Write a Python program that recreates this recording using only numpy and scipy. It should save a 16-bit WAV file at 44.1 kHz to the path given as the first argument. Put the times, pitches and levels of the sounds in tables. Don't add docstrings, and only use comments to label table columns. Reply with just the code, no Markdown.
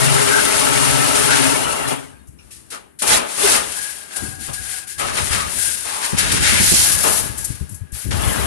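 import sys
import numpy as np
from scipy.fft import rfft, irfft, next_fast_len
from scipy.io import wavfile
from scipy.ndimage import uniform_filter1d, minimum_filter1d, map_coordinates

SR = 44100
rng = np.random.default_rng(int(sys.argv[2]) if len(sys.argv) > 2 else 0)


def log_audio(samples):
    frames = np.atleast_2d(samples).T
    limited = np.clip(frames, -1, 1)
    pcm = np.round(limited * 32767).astype(np.int16)
    wavfile.write(sys.argv[1], SR, pcm)


N = 373086

# (level at full speed [dB], exponent of speed)
LONG_FEED = [(-17.5, 0.75), (-14, 1.8), (-20.5, 6.1)]
# (start [s], end [s], rise [s], base t60 [s], roar [dB], rasp [dB], grating [dB])
WORK_STROKES = [(2.353, 2.707, 0.061, .35, -55.5, -51, -62), (2.701, 2.753, 0.029, 0.35, -36.5, -32, -32),
                (3.037, 3.139, 0.12, 0.42, -8.5, 1, -8), (3.23, 3.82, 0.096, 3.1, -37, -23, -32.5),
                (3.318, 3.545, 0.2, 0.7, -14, -7, -17), (4.107, 4.261, 0.032, 2.8, -44, -28.5, -49),
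                (4.155, 4.192, 0.014, 0.79, -30.5, -40, -42), (4.377, 4.464, 0.043, 1.7, -56, -28, -35.5),
                (4.523, 4.78, 0.16, 0.86, -42, -24, -33.5), (4.863, 4.916, 0.018, 1.05, -52, -28, -39.5),
                (4.975, 5.075, 0.012, 2.8, -39, -28.5, -27.5), (5.12, 5.253, 0.031, 4.6, -29, -21, -27.5),
                (5.282, 5.336, 0.05, 1.34, -23, -19, -16.5), (5.393, 5.644, 0.28, 3.9, -54.5, -15.5, -36),
                (5.826, 6.108, 0.045, 2.8, -31, -23, -28.5), (6.017, 6.064, 0.026, 0.18, -43, -18, -24),
                (6.161, 6.378, 0.021, 0.3, -25, -21.5, -19), (6.353, 6.57, 0.099, 3.5, -24, -15, -15),
                (6.512, 6.815, 0.27, 2.07, -22.5, 0, -22), (6.946, 7.184, 0.082, 1.35, -32, -11, -39),
                (7.317, 7.507, 0.085, 1.9, -56.5, -27, -44), (7.915, 8.021, 0.046, 1.3, -44, -24.5, -37),
                (8.081, 8.46, 0.18, 0.56, -22, -21.5, -29.5)]
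T60_SHARES = [0.73, 0.35, 0.51]
# (time [s], level [dB], t60 [s])
LOAD_JOLTS = [(1.903, -10.5, 0.21), (2.72, -30.5, 0.49), (3.015, -12, 0.31), (3.19, -16.5, 0.53),
              (4.103, -32.5, 0.42), (4.474, -22, 0.28), (4.992, -18, 0.96), (5.165, -12.5, 0.21),
              (7.034, -10, 0.61), (8.104, -21.5, 0.87)]
# (time [s], first order [dB], second order [dB], third order [dB])
GEAR_ORDERS = [(0.0, -28, -40, -41), (0.1, -23, -40, -40), (0.25, -35, -37.5, -27), (0.52, -45, -38, -35.5),
               (0.72, -31.5, -35.5, -37.5), (1.0, -29.5, -33, -51), (1.16, -39, -35, -30.5),
               (1.3, -33, -37, -35), (1.45, -30.5, -26, -36), (1.77, -48, -51, -50),
               (1.93, -31, -31, -33.5)]
# (frequency [Hz], width [Hz], level [dB])
CABINET_MODES = [(404.6, 13, 7.5), (592, 152, 1.5), (893, 37, 0), (1245, 330, 0), (1476, 51, -0.5),
                 (2840, 170, -24)]
ROLLER_TONES = [(616, 30, -16), (903, 13.93, -14), (1317, 18, -8.5), (1347, 45, -11), (2840, 120, -13.5)]
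BAR_MODES = [(1620, 400, -10), (2190, 120, -11), (3090, 82, -10.5)]
# (frequency [Hz], relative density [dB])
ROAR_SPECTRUM = [(80, -27), (170, -6), (330, -0.5), (490, -12), (750, -0.5), (1100, -5), (1500, -8),
                 (1900, -8), (3000, -8), (5000, -20.5), (12000, -22.5)]
SLIDE_SPECTRUM = [(600, -52), (1200, -14), (1500, -4), (1800, -0.5), (3300, 0), (4500, 2), (9700, 2.5),
                  (12000, -2.5)]
HISS_SPECTRUM = [(400, -36), (2000, -40), (3500, -13), (5200, 0), (8000, -1.5), (9600, -6), (10700, 8),
                 (12000, 6)]
FLICK_SPECTRUM = [(1500, -45), (4000, -15), (6500, -1), (8200, 0), (9600, -4.5), (11000, 6.5), (12000, -2)]
GRIND_SPECTRUM = [(800, -56), (1200, -20), (1450, -9), (1750, -11.5), (2500, -10.5), (3500, -14),
                  (6000, -15.5), (12000, -28.5)]
RUMBLE_SPECTRUM = [(20, -37), (35, -12.5), (65, 5), (100, -2.5), (160, -7), (290, -11.5), (900, -41)]
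YARD_SPECTRUM = [(20, -23), (80, 12), (350, 10), (700, -7), (1800, -4), (5000, -25), (12000, -10)]
THUMP_SPECTRUM = [(25, -28), (70, 13), (150, 2), (300, -24), (480, -48), (1200, -52)]
FLUTTER_SPECTRUM = [(80, -8), (190, 5), (350, -1.5), (520, -12), (1200, -47)]
# (time [s], share of power [0-1])
HISS_SHARE = [(6.45, 0.37), (6.7, 0.67), (7.15, 0.78), (7.5, 0.63), (8.2, 0.9)]
# (time [s], level [dB], t60 [s])
STEEL_CLASHES = [(1.875, -16, 0.35), (2.506, -30.5, 0.54), (2.702, -25, 0.28), (2.988, -19, 0.58),
                 (3.019, -8.5, 0.13), (3.762, -15, 0.13), (4.159, -13, 0.1), (4.53, -20, 0.35),
                 (4.991, -15.5, 0.11), (5.318, -18, 0.18), (6.182, -1, 0.14), (6.313, -9.5, 0.33),
                 (7.92, -39, 0.2)]
END_FLICKS = [(2.27, -40.5, 0.27), (7.375, -19, 0.24), (7.442, -14, 0.19), (7.69, -32, 0.4),
              (7.741, -29, 0.19), (7.919, -32.5, 0.2)]
TOOL_GRATES = [(1.304, -13.5, 0.89), (4.101, -30.5, 0.28), (4.994, -23, 0.67), (5.17, -16, 0.23),
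               (6.185, -14, 0.294), (6.426, -15.5, 1.2), (8.107, -21, 0.37)]
# (start [s], end [s], level [dB])
PHONE_DRAUGHTS = [(2.007, 2.505, -46), (3.5, 3.62, -44.5), (4.17, 4.495, -35), (4.943, 5.44, -29),
                  (6.134, 6.766, -20.5), (6.798, 7.246, -28), (8.02, 8.458, -20)]
# (start [s], end [s], frequency [Hz], width [Hz], level [dB])
BAR_SQUEALS = [(0.288, 0.417, 1543, 203, -13), (1.288, 1.364, 1532, 235, -12),
               (2.118, 2.25, 1620, 150, -51), (2.71, 2.79, 1343, 468, -32.5), (3.43, 3.475, 406, 60, -12.5),
               (4.1, 4.908, 760, 69.9, -45), (4.977, 5.153, 1196, 306, -27.5),
               (5.33, 5.479, 1220, 240, -23.5), (5.84, 6.21, 996, 502, -28.5),
               (6.42, 6.658, 2153, 745, -19)]
# (time [s], level [dB], t60 [s], left minus right [dB], flutter re thump [dB])
AIR_PUFFS = [(2.275, -29, 0.25, -1, -26), (4.215, -23, 0.39, 17, -5), (4.483, -18.5, 0.14, 22, -16),
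             (5.197, -15, 0.19, 4, -17), (5.303, -18, 0.15, 10, -22), (6.126, -8.5, 0.12, 2.5, -2.5),
             (6.325, -20, 0.39, -14, 7.5), (6.397, -12, 0.18, -9, -8), (6.52, -15.5, 0.31, -10, 4),
             (6.595, -10.5, 0.19, -15, 3), (6.713, -12.5, 0.14, -14, 9), (7.294, -22, 0.18, 20, -10),
             (7.5, -10.5, 0.12, 15, -14), (7.607, -10, 0.15, 11, -16.5), (7.7, -19.5, 0.22, 19, -26),
             (7.81, -17.5, 0.14, 28, -30), (7.925, -21, 0.19, 15, -27), (8.047, -12.5, 0.16, 20, -11.5),
             (8.136, -8, 0.13, 14, -17)]
# (time [s], level [dB])
CATCH_CLICKS = [(2.387, -45), (2.507, -47)]
TOOL_CLANKS = [(4.995, -21), (5.176, -19.5), (6.184, -21.5), (7.038, -23)]
# (frequency [Hz], width [Hz], level [dB], t60 [s])
CATCH_MODES = [(2620, 730, 2, 0.16), (3830, 900, -13, .2), (5500, 1000, -4, 0.2)]
TOOL_MODES = [(1260, 38, -1.5, 0.25), (1717, 34, -10, 0.13), (1980, 35, -3, 0.07), (2300, 27, -1, 0.13),
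              (3150, 30, -13, .12)]
# (time [s], pitch [Hz], level [dB])
GUIDE_WHINE = [(3.6, 1580, -70), (3.76, 1636, -30), (3.92, 1647, -38), (4.07, 1622, -46),
               (4.2, 1620, -33.5), (4.5, 1655, -42.5), (4.68, 1627, -36.5), (4.92, 1652, -43),
               (5.53, 1624, -50), (5.62, 1614, -26.5), (5.83, 1620, -39.5), (6.3, 1644, -40),
               (6.85, 1680, -28), (7.2, 1680, -37), (7.45, 1640, -44.5), (7.8, 1656, -57), (8.3, 1642, -36)]
# (frequency over the whine's pitch [ratio], width [Hz], level [dB])
WHINE_MODES = [(1, 58, 0.5), (0.925, 150, -7)]
# (time [s], left minus right [dB])
SCRAPE_BALANCE = [(3.55, -2.5), (3.75, 3), (4.9, 7.5), (5.1, -1), (5.6, 5), (6.1, -2), (7.5, 0), (8.3, 8)]
RUMBLE_BALANCE = [(3.7, 12), (5.0, 2), (6.1, -0.5), (6.6, -8), (7.0, -6), (7.3, 3), (8.0, 3.5)]
# (frequency [Hz], coherence [0-1])
PORT_COHERENCE = [(50, 0.83), (130, 0.46), (280, 0.53), (590, 0.64), (1280, 0.23), (2700, 0)]
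# (frequency [Hz], gain [dB])
LEFT_RESPONSE = [(6000, -1), (7500, 2.5), (8600, 6), (9700, 10), (11000, 4), (12100, -1)]
RIGHT_RESPONSE = [(100, -5.5), (250, -9.5), (450, -6.5), (880, -3.5), (1350, -8.5), (2100, -8.5),
                  (4000, -3.5), (6500, -4.5), (8000, -4.5), (10000, -10.5), (12100, -21)]

SLOWS_S, STOPS_S, STOP_T60_S = 1.464, 1.887, 0.63
TOP_HZ = 12200


def amp(db):
    return 10 ** (np.asarray(db) / 20)


def unit(x):
    return x / np.sqrt(np.mean(x ** 2) + 1e-20)


def along(points, hz):
    freqs, values = np.transpose(points)
    return np.interp(np.log(hz + 1), np.log(freqs + 1), values)


def curves(rows):
    times, *columns = np.transpose(rows)
    return [np.interp(np.arange(N) / SR, times, column) for column in columns]


def wobble(rate, size=N):
    knots = rng.standard_normal(int(size * rate / SR) + 4)
    coarse = map_coordinates(knots, [np.arange(0, size, 32) * rate / SR])
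    return np.interp(np.arange(size), np.linspace(0, size, len(coarse)), coarse)


def filtered(x, response):
    size = next_fast_len(N + SR // 4)
    return irfft(rfft(x, size) * response(np.fft.rfftfreq(size, 1 / SR)), size)[..., :N]


def body(spectrum, modes, hz, skirt):
    peaks = sum(amp(db) ** 2 / (1 + (2 * (hz - centre) / width) ** 2) ** skirt
                for centre, width, db in modes)
    return np.sqrt(amp(along(spectrum, hz)) ** 2 + peaks)


def ripple(hz, depth_db, spacing_hz=22):
    knots = rng.standard_normal(SR // 8)
    return amp(depth_db * map_coordinates(knots, [hz / spacing_hz], order=1, mode="wrap"))


def shaken(spectrum, modes=(), grain=0, ripple_db=0, skirt=1):
    def response(hz):
        angle = np.arccos(np.clip(along(PORT_COHERENCE, hz), -1, 1)) / 2
        shares = np.array([np.cos(angle), np.sin(angle)])
        return body(spectrum, modes, hz, skirt) * ripple(hz, ripple_db) * shares

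    force = rng.standard_normal((2, N)) * amp(grain * wobble(700))
    mid, side = filtered(force, response)
    return unit(np.array([mid + side, mid - side]))


def rough_tone(centre_hz, width_hz, size=N, apart_rad=1.0):
    waver = lambda: wobble(width_hz, size) + 1j * wobble(width_hz, size)
    carrier = np.exp(2j * np.pi * np.cumsum(centre_hz * np.ones(size)) / SR)
    left = waver()
    right = np.cos(apart_rad) * left + np.sin(apart_rad) * waver()
    return unit(np.real(np.array([left, right]) * carrier))


def wandering(x, share, rate=4):
    position = np.cumsum(1 + share * wobble(rate))
    return np.array([map_coordinates(port, [position], mode="mirror") for port in x])


def placed(x, side_db):
    gains = np.array([amp(side_db / 2), amp(-side_db / 2)])
    return x * gains / np.sqrt(np.mean(gains ** 2, axis=0))


def strength(sustain, blows, rise_s):
    power = sustain ** 2 * np.ones(N)
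    for time, db, t60 in blows:
        start = int(time * SR)
        t = np.arange(min(2 * SR, N - start)) / SR
        power[start:start + len(t)] += (amp(db - 60 * t / t60) * (1 - np.exp(-t / rise_s))) ** 2
    return np.sqrt(power)


def held(t, start, end, rise, t60):
    swell = np.sin(np.pi / 2 * np.clip((t - start) / rise, 0, 1)) ** 2
    return swell * amp(-60 * np.maximum(t - end, 0) / t60)


def running(t):
    return amp(-60 * np.maximum(t - STOPS_S, 0) / STOP_T60_S)


def efforts(creep_speed=0.43):
    t = np.arange(0, N / SR, .001)
    speed = np.interp(t, [SLOWS_S, STOPS_S], [1, creep_speed])
    power = np.array([(amp(db) * speed ** exponent * running(t)) ** 2 for db, exponent in LONG_FEED])
    for start, end, rise, t60, *levels in WORK_STROKES:
        power += [(amp(db) * held(t, start, end, rise, t60 * share)) ** 2
                  for db, share in zip(levels, T60_SHARES)]
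    return curves(np.column_stack([t, *np.sqrt(power)]))


def drive(roar):
    level = strength(roar, LOAD_JOLTS, rise_s=.014) * amp(0.47 * wobble(35))
    return level * shaken(ROAR_SPECTRUM, CABINET_MODES, grain=0.7, ripple_db=1.6)


def gear_hum(mesh_hz=135.7, shaft_hz=18.3, throb=0.61, drift=0.0027, gain_db=10):
    t = np.arange(N) / SR
    phase = 2 * np.pi * np.cumsum(mesh_hz * (1 + drift * wobble(7))) / SR
    out = np.zeros(N)
    for order, db in enumerate(curves(GEAR_ORDERS), 1):
        tone = np.sqrt(2) * np.sin(order * phase + 0.6 * wobble(20)) * amp(wobble(11))
        turning = 1 + throb * np.sin(2 * np.pi * shaft_hz * t + 2 * wobble(4.4))
        out += amp(db + gain_db) * tone * turning
    return running(t) ** 1.27 * out


def rollers(roar):
    feeding = np.interp(np.arange(N) / SR, [1.93, 2.1], [1, 0])
    return feeding * roar * sum(amp(db) * rough_tone(hz, width) for hz, width, db in ROLLER_TONES)


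def rattle(roar, per_s=130, middle_hz=1800, spread_octaves=.6, t60=.11, gain_db=-7):
    count = int(per_s * N / SR)
    when, right_phase = rng.random((count, 2)).T[..., None]
    pitch, force = rng.standard_normal((count, 2)).T[..., None]
    n = np.arange(int(t60 * SR))
    hz = np.minimum(middle_hz * 2 ** (spread_octaves * pitch), TOP_HZ)
    fade = amp(2 * force - 60 * n / len(n))
    places = ((when * N).astype(int) + n).ravel()
    ports = []
    for phase in (0, right_phase):
        pings = fade * np.sin(2 * np.pi * (hz * n / SR + phase))
        ports.append(np.bincount(places, pings.ravel(), N)[:N])
    return amp(gain_db) * roar * unit(np.array(ports))


def bar_scrape(sliding):
    keen, = curves(HISS_SHARE)
    dull = shaken(SLIDE_SPECTRUM, grain=0.5, ripple_db=2.2)
    hiss = shaken(HISS_SPECTRUM, grain=0.8, ripple_db=2.8)
    rasp = wandering(np.sqrt(1 - keen) * dull + np.sqrt(keen) * hiss, share=.014)
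    flurries = amp(0.9 * wobble(22) + 1.2 * wobble(90))
    flicks = strength(0, END_FLICKS, rise_s=.002) * shaken(FLICK_SPECTRUM, grain=1.5)
    level = strength(sliding, STEEL_CLASHES, rise_s=.0035)
    return placed(amp(-2.5) * flurries * (level * rasp + flicks), curves(SCRAPE_BALANCE)[0])


def bar_ring(grating):
    level = strength(grating, TOOL_GRATES, rise_s=.003)
    modes = shaken(GRIND_SPECTRUM, BAR_MODES, grain=1.5, ripple_db=2.6, skirt=2)
    return level * wandering(modes, share=.015) * amp(1.1 * wobble(45))


def rumble(roar, frame_db=-20.5):
    t = np.arange(0, N / SR, .001)
    gusts = sum((amp(db) * held(t, start, end, rise=0.08, t60=1.7)) ** 2
                for start, end, db in PHONE_DRAUGHTS)
    wind_power, = curves(np.column_stack([t, gusts]))
    level = np.sqrt(wind_power + (amp(frame_db) * roar) ** 2)
    lumps = amp(2.2 * wobble(24))
    return placed(level * lumps * shaken(RUMBLE_SPECTRUM), curves(RUMBLE_BALANCE)[0])


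def yard():
    return amp(-49.5) * shaken(YARD_SPECTRUM)


def squeals():
    out = np.zeros((2, N))
    for start, end, hz, width, db in BAR_SQUEALS:
        span = out[:, int(start * SR):int(end * SR)]
        size = span.shape[1]
        swell = np.sqrt(np.sin(np.pi * np.arange(size) / size))
        span += amp(db) * swell * rough_tone(hz, width, size)
    return out


def puffs(rise_s=0.0076):
    thump, flutter = shaken(THUMP_SPECTRUM), shaken(FLUTTER_SPECTRUM)
    out = np.zeros((2, N))
    for time, db, t60, side_db, flutter_db in AIR_PUFFS:
        start = int(time * SR)
        n = np.arange(start, min(N, start + SR // 2))
        t = (n - start) / SR
        level = amp(db - 60 * t / t60) * (1 - np.exp(-t / rise_s))
        air = thump[:, n] + amp(flutter_db) * flutter[:, n]
        out[:, n] += placed(level * air, np.array([side_db]))
    return out


def knocks(blows, modes, rise_s=0.00107):
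    out = np.zeros((2, N))
    t = np.arange(SR // 2) / SR
    for time, db in blows:
        tone = sum(amp(db + level - 60 * t / t60) * rough_tone(hz, width, len(t))
                   for hz, width, level, t60 in modes)
        start = int(time * SR)
        out[:, start:start + len(t)] += tone * (1 - np.exp(-t / rise_s))
    return out


def guide_whine():
    hz, db = curves(GUIDE_WHINE)
    pitch = hz * (1 + .007 * wobble(14))
    swells = amp(db + 1.6 * wobble(30))
    return swells * sum(amp(level) * rough_tone(ratio * pitch, width)
                        for ratio, width, level in WHINE_MODES)


def scene():
    roar, sliding, grating = efforts()
    feed = drive(roar) + gear_hum() + rollers(roar) + rattle(roar)
    bar = bar_scrape(sliding) + bar_ring(grating) + guide_whine() + squeals()
    blows = knocks(TOOL_CLANKS, TOOL_MODES) + knocks(CATCH_CLICKS, CATCH_MODES)
    return feed + bar + blows + rumble(roar) + puffs() + yard()


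def limiter(x, ceiling_db=-9, sense_s=0.015, hold_s=0.011):
    level = np.sqrt(np.abs(uniform_filter1d(x ** 2, int(sense_s * SR))) + 1e-12)
    needed = np.minimum(1, amp(ceiling_db) / level)
    span = int(hold_s * SR)
    return x * uniform_filter1d(minimum_filter1d(needed, span), span)


def record(dry):
    response = lambda hz: np.array([amp(along(LEFT_RESPONSE, hz)), -amp(along(RIGHT_RESPONSE, hz))])
    limited = limiter(filtered(dry, response))
    soft_clipped = limited / (1 + np.abs(limited / .85) ** 8) ** (1 / 8)
    return filtered(soft_clipped, lambda hz: 1 / np.sqrt(1 + (hz / TOP_HZ) ** 300))


dry = scene()
out = record(dry)
log_audio(out)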